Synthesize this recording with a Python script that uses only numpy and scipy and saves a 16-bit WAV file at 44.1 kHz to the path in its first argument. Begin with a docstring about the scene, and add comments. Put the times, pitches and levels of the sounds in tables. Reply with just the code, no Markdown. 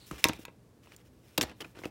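"""The hub of an open plastic case lets go of a disc with one sharp snap as a hand pulls it off.
The hub's teeth spring out and buzz, the freed disc rings, and the tray rattles and bumps on a bed.
A second later the disc is pressed back with two crunchy clicks. Fingers tap and slide over the case,
close to the microphone, in a small, quiet room with a faint mains hum."""
import sys
import numpy as np
from scipy import signal
from scipy.fft import rfft, irfft
from scipy.io import wavfile

SR = 44100
rng = np.random.default_rng(int(sys.argv[2]) if len(sys.argv) > 2 else 0)


def waveform_to_disk(signal):
    """Save audio, clipped to [-1, 1], as 16-bit WAV at the path in sys.argv[1]."""
    frames = np.transpose(np.atleast_2d(signal))
    scaled = np.clip(frames, -1, 1) * 32767
    samples = np.round(scaled).astype(np.int16)
    wavfile.write(sys.argv[1], SR, samples)


N = 83790
TIME = np.arange(N) / SR
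HIT_TIME = TIME[:SR // 2]

# room noise spectrum: f/Hz, level/dB
AIR_SPECTRUM = [(25, -25), (50, -7.5), (120, -7), (250, -10.5), (450, -14.5), (700, -23), (1300, -29.5),
                (3000, -36.5), (7000, -38.5), (16000, -44)]
# mains hum partials: f/Hz, level/dB
HUM_PARTIALS = [(59, -74), (119, -67.5)]
# fingers and disc sliding on the case: t/s, length/s, level/dB, tilt/(dB/oct)
SLIDE_STROKES = [(-.03, .1, -65.5, -1.5), (0.059, 0.053, -55, 4.5), (0.104, 0.079, -52, -0.5),
                 (0.168, 0.088, -55, 1.5), (0.179, 0.029, -48, 0.5), (0.286, 0.098, -56.5, -0.5),
                 (0.381, 0.064, -57.5, 2.5), (0.814, 0.15, -65.5, 0.5), (0.912, 0.041, -59.5, -0.5),
                 (0.971, 0.058, -67, -0.5), (1.044, 0.047, -70, 2.5), (1.099, 0.17, -76.5, 3),
                 (1.219, 0.19, -66.5, 1.5), (1.478, 0.052, -51.5, -5), (1.546, 0.2, -68, 3),
                 (1.602, 0.025, -42.5, -2), (1.641, 0.017, -48.5, -6), (1.622, 0.062, -68, 1.5),
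                 (1.434, .06, -59.5, 0), (1.745, 0.068, -54, -3), (1.778, 0.12, -61.5, 2)]
# rubbed plastic spectrum: f/Hz, level/dB
RUB_SPECTRUM = [(150, -8), (400, 3), (700, -7), (1300, -3), (2000, -2.5), (2550, -2), (3100, -3.5),
                (3700, -6.5), (4700, -11), (5300, -7), (6200, -11.5), (10000, -14.5), (16000, -16.5)]
# spectrum of the disc's rim on the tray: f/Hz, level/dB
RIM_SPECTRUM = [(1500, -18.5), (3200, -10), (4200, 1.5), (4600, -3), (5300, -18), (8000, -12), (9200, -12),
                (11000, -21.5), (16000, -19)]
# plastic contacts: t/s, level/dB, tilt/(dB/oct), t60/s, ring f/Hz, relative ring level/dB
CONTACTS = [(0.1117, -39, 0.5, 0.021, 1240, 9), (.2513, -27, -2.5, 0.045, 6140, 2.5),
            (.269, -43, 8, 0.055, 3650, 11), (0.2854, -24.5, 1.5, .014, 6030, -1.5),
            (0.293, -26, -4.5, 0.026, 3400, -13), (.3328, -37, 0, 0.013, 2410, 1),
            (.452, -33, 0.5, 0.0097, 2596, -0.5), (0.482, -50, -8.5, 0.031, 2650, 5),
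            (.872, -49, -7.5, 0.011, 2640, -2.5), (.920, -48, -3.5, 0.012, 2410, 0),
            (0.964, -42, 8, 0.0074, 7130, -3), (1.3775, -19, 3.5, 0.014, 3780, -1.5),
            (1.3803, -16, 0.5, 0.011, 2797, -3), (1.3866, -29, -14.5, .008, 3900, -3),
            (1.401, -46.5, 1.5, 0.01, 1454, 10), (1.4114, -21, -0.5, 0.033, 5510, 0.5),
            (1.4187, -28.5, 5, 0.017, 7440, 2.5), (1.4275, -29.5, 2.5, .04, 2950, -27),
            (1.435, -29, -10.5, 0.019, 4280, -1.5), (1.496, -44.5, -1.5, 0.014, 2600, -5),
            (1.515, -53.5, -1, 0.014, 2600, -8), (1.6081, -37, 0, 0.015, 5250, -1.5),
            (1.619, -41, -8, 0.013, 3050, 5.5), (1.646, -45.5, -5, 0.022, 2450, 8),
            (1.789, -45.5, -2, 0.014, 1480, 1.5), (1.817, -43.5, -16, 0.016, 2120, -7),
            (1.8363, -42.5, -4, 0.034, 2130, 7), (1.845, -38, -6.5, .018, 2790, 1.5),
            (1.8545, -37, -1.5, .018, 2600, 3.5)]
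# contact spectrum: f/Hz, level/dB
CONTACT_SPECTRUM = [(150, -10), (600, -6.5), (1300, -0.5), (2000, -1.5), (2700, -2), (3300, -3),
                    (3800, -4.5), (4700, -4), (5500, -7), (7000, -7.5), (10000, -12), (16000, -17)]
# tray bumping on the bedding: t/s, level/dB, push f/Hz
TRAY_BUMPS = [(.114, -31, 277), (.119, -35, 161), (.134, -36.5, 380), (.175, -51, 310), (0.2436, -22, 1090),
              (.249, -24, 622), (0.2551, -17, 333), (.287, -27.5, 516), (0.296, -22.5, 268),
              (0.309, -35, 220), (.334, -59, 332), (.393, -39, 290), (.482, -40.5, 444), (1.381, -15, 740),
              (1.384, -19, 394), (1.389, -25.5, 208), (1.400, -30.5, 385), (1.418, -25, 320),
              (1.429, -27, 330), (1.437, -28, 247), (1.497, -44, 360), (1.519, -42, 254), (1.612, -41, 500),
              (1.626, -39, 298), (1.659, -43, 280), (1.772, -38.5, 338), (1.792, -39, 328),
              (1.818, -43, 353), (1.839, -34, 383), (1.857, -23.5, 355)]
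# tray modes, damped by the bedding: f/Hz, level/dB, t60/s
TRAY_MODES = [(100, -22, .08), (146, -17, .1), (192, -18, .07), (245, -19, .065), (310, -16, .1),
              (392, -21, .09), (450, -26, .07), (603, -19, .08), (753, -25, .08), (829, -36, .28)]
# case sinking into the bedding: t/s, level/dB
BED_SAGS = [(.118, -33), (.147, -55), (.25, -41), (.305, -43), (.338, -44.5), (1.43, -36)]
# resonances of the hub's teeth: f/Hz, level/dB
HUB_MODES = [(1950, -4.5), (2620, -2.5), (3720, -4.5), (5350, -6), (7270, -10.5), (10000, -13),
             (11700, -16), (14000, -20)]
# disc left ringing: t/s, level/dB, time until damped/s
DISC_RINGS = [(.243, -27, 0.068), (.453, -54.5, .035), (.481, -57, 0.022)]
# free disc modes: f/Hz, level/dB, t60/s
DISC_MODES = [(944, -2, .2), (1075, -2, .11), (1655, -7, .12), (2000, -4, .11), (2090, -6, .08),
              (2229, -6, .14), (2385, -5, .08), (2650, -4, .07), (3700, -7, .06)]
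# room tail decay: f/Hz, t60/s (floored in fade)
TAIL_DECAY = [(150, 0.68), (1000, 0.18), (4000, .36), (14000, -0.09)]
# room tail spectrum: f/Hz, level/dB
TAIL_SPECTRUM = [(60, -2), (300, -4), (1000, 8.5), (3000, -3.5), (7000, -1), (15000, -0.5)]


def amp(db):
    """Decibels to gain."""
    return 10 ** (np.asarray(db) / 20)


def unit(x):
    """Scale to rms 1."""
    return x / np.sqrt(np.mean(x ** 2) + 1e-20)


def along(points, hz):
    """Interpolate (f/Hz, value) points on a log frequency axis."""
    point_hz, values = np.transpose(points)
    return np.interp(np.log(hz + 1), np.log(point_hz + 1), values)


def fade(t60_s, t=HIT_TIME):
    """Exponential decay, 60 dB in t60_s (at least 0.1 ms)."""
    return np.exp(-np.log(1000) * t / np.maximum(t60_s, 1e-4))


def rise(tau_s):
    """Exponential attack."""
    return 1 - np.exp(-HIT_TIME / tau_s)


def add(track, at_s, sound):
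    """Mix a sound into a track."""
    start = max(round(at_s * SR), 0)
    track[start:start + len(sound)] += sound[:max(N - start, 0)]


def coloured(x, spectrum, tilt_db_oct=0, pivot_hz=3000, size=4096):
    """Minimum-phase filter of unit energy with a tilted spectrum."""
    hz = np.fft.rfftfreq(size, 1 / SR)
    octaves = np.log2(np.maximum(hz, pivot_hz / 4) / pivot_hz)
    magnitude = unit(amp(along(spectrum, hz) + tilt_db_oct * octaves))
    cepstrum = irfft(np.log(magnitude))
    cepstrum[1:size // 2] *= 2
    cepstrum[size // 2 + 1:] = 0
    impulse = irfft(np.exp(rfft(cepstrum)))
    return signal.fftconvolve(x, impulse)[:len(x)]


def ring(modes, scatter_db=0):
    """Damped modes (f/Hz, level/dB, t60/s) with random level scatter."""
    return sum(amp(db + scatter_db * rng.standard_normal()) * fade(t60_s)
               * np.sin(2 * np.pi * hz * HIT_TIME) for hz, db, t60_s in modes)


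def background(air_db=-60.5):
    """Low room noise and faint mains hum."""
    air = unit(coloured(rng.standard_normal(N + SR), AIR_SPECTRUM)[SR:])
    hum = sum(amp(db) * np.sqrt(2) * np.sin(2 * np.pi * (hz * TIME + rng.random()))
              for hz, db in HUM_PARTIALS)
    return amp(air_db) * air + hum


def stroke(at_s, length_s, edge_fraction=.17):
    """Slide envelope: swell, hold, fade."""
    progress = (TIME - at_s) / length_s
    return np.clip(np.minimum(progress, 1 - progress) / edge_fraction, 0, 1)


def friction(spectrum, tilt_db_oct=0, grain_hz=1100, grain_db=3):
    """Rubbing noise of rms 1, made grainy by uneven grip."""
    grip = amp(grain_db * np.interp(TIME * grain_hz, np.arange(N), rng.standard_normal(N)))
    return unit(coloured(grip * rng.standard_normal(N), spectrum, tilt_db_oct))


def slides(rim_db=-61):
    """Fingers rub the case; before the snap the disc's rim hisses along the tray."""
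    fingers = sum(amp(db) * stroke(at_s, length_s) * friction(RUB_SPECTRUM, tilt_db_oct)
                  for at_s, length_s, db, tilt_db_oct in SLIDE_STROKES)
    rim = amp(rim_db) * stroke(at_s=-.05, length_s=.13) * friction(RIM_SPECTRUM)
    return fingers + rim


def crack(t60_s, tilt_db_oct):
    """Fast-decaying burst of tiny plastic contacts."""
    grains = np.tanh(2 * rng.standard_normal(len(HIT_TIME)))
    return coloured(grains * fade(t60_s) * rise(tau_s=.0002), CONTACT_SPECTRUM, tilt_db_oct)


def clicks(part_t60_s=.016):
    """Disc, hub and tray click together; the touched part rings briefly."""
    out = np.zeros(N)
    for at_s, db, tilt_db_oct, t60_s, part_hz, part_db in CONTACTS:
        contact = 1.39 * crack(t60_s, tilt_db_oct)
        part = ring([(part_hz, part_db, part_t60_s)])
        add(out, at_s, amp(db) * (contact + part))
    return out


def tray(push_t60_cycles=4.14):
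    """Each bump is a short cushioned push that also excites the tray's modes."""
    out = np.zeros(N)
    for at_s, db, hz in TRAY_BUMPS:
        push = np.sin(2 * np.pi * hz * HIT_TIME) * fade(push_t60_cycles / hz) * rise(tau_s=.00051)
        body = ring(TRAY_MODES, scatter_db=1) * rise(tau_s=.0058)
        add(out, at_s, amp(db) * (2 * push + body))
    return out


def bedding(rock_hz=64, t60_s=.15):
    """The whole case rocks on the soft bed under the hand."""
    out = np.zeros(N)
    for at_s, db in BED_SAGS:
        add(out, at_s, ring([(rock_hz, db, t60_s)], scatter_db=2.5) * rise(tau_s=.011))
    return out


def hub(snap_s=.2416, snap_db=-3.5, teeth_t60_s=.0075, buzz_delay_s=.0003, buzz_db=-12):
    """The teeth spring out of the disc's hole and buzz against its edge."""
    out = np.zeros(N)
    teeth = sum((-1) ** k * ring([(hz, db, teeth_t60_s)], scatter_db=1.4)
                for k, (hz, db) in enumerate(HUB_MODES))
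    add(out, snap_s, amp(snap_db) * teeth * rise(tau_s=.0001))
    add(out, snap_s + buzz_delay_s, amp(buzz_db) * crack(t60_s=.011, tilt_db_oct=10))
    return out


def disc(finger_t60_s=.051, waver_rad=.55, waver_hz=90):
    """The free disc rings thinly, wavering in the grip, until a finger damps it."""
    out = np.zeros(N)
    for at_s, db, free_s in DISC_RINGS:
        damping = fade(finger_t60_s, np.maximum(HIT_TIME - free_s, 0))
        for hz, mode_db, t60_s in DISC_MODES:
            waver = np.interp(HIT_TIME * waver_hz, np.arange(waver_hz), rng.standard_normal(waver_hz))
            mode = fade(t60_s) * np.sin(2 * np.pi * hz * HIT_TIME + waver_rad * waver)
            add(out, at_s, amp(db + mode_db) * damping * mode)
    return out


def room(x, near_db=-12.5, near_delay_s=.003, tail_db=-20, tail_delay_s=.006):
    """Quick scatter from hand and case, then the room's soft tail."""
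    hz, t, noise_stft = signal.stft(rng.standard_normal(SR // 2), SR, nperseg=256)
    decay = fade(along(TAIL_DECAY, hz)[:, None], t)
    tail = signal.istft(noise_stft * decay, SR, nperseg=256)[1]
    tail = coloured(tail, TAIL_SPECTRUM)
    near = rng.standard_normal(len(HIT_TIME)) * fade(t60_s=.021)
    impulse = np.zeros(N)
    add(impulse, near_delay_s, amp(near_db) * near / np.linalg.norm(near))
    add(impulse, tail_delay_s, amp(tail_db) * tail / np.linalg.norm(tail))
    return signal.fftconvolve(x, impulse)[:N]


def scene():
    """Close handling sounds, each with its reflections, over the background; mono."""
    sources = [hub(), clicks(), tray(), disc(), slides(), bedding()]
    return (sum(x + room(x) for x in sources) + background())[None]


def record(dry):
    """Microphone: bass roll-off and steep upper band limit."""
    low_cut_hz, top_hz = 50, 16000
    highpass = signal.butter(3, low_cut_hz, btype="high", fs=SR, output="sos")
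    lowpass = signal.ellip(10, .1, 90, top_hz, fs=SR, output="sos")
    return signal.sosfilt(lowpass, signal.sosfilt(highpass, dry))


dry = scene()
out = record(dry)
waveform_to_disk(out)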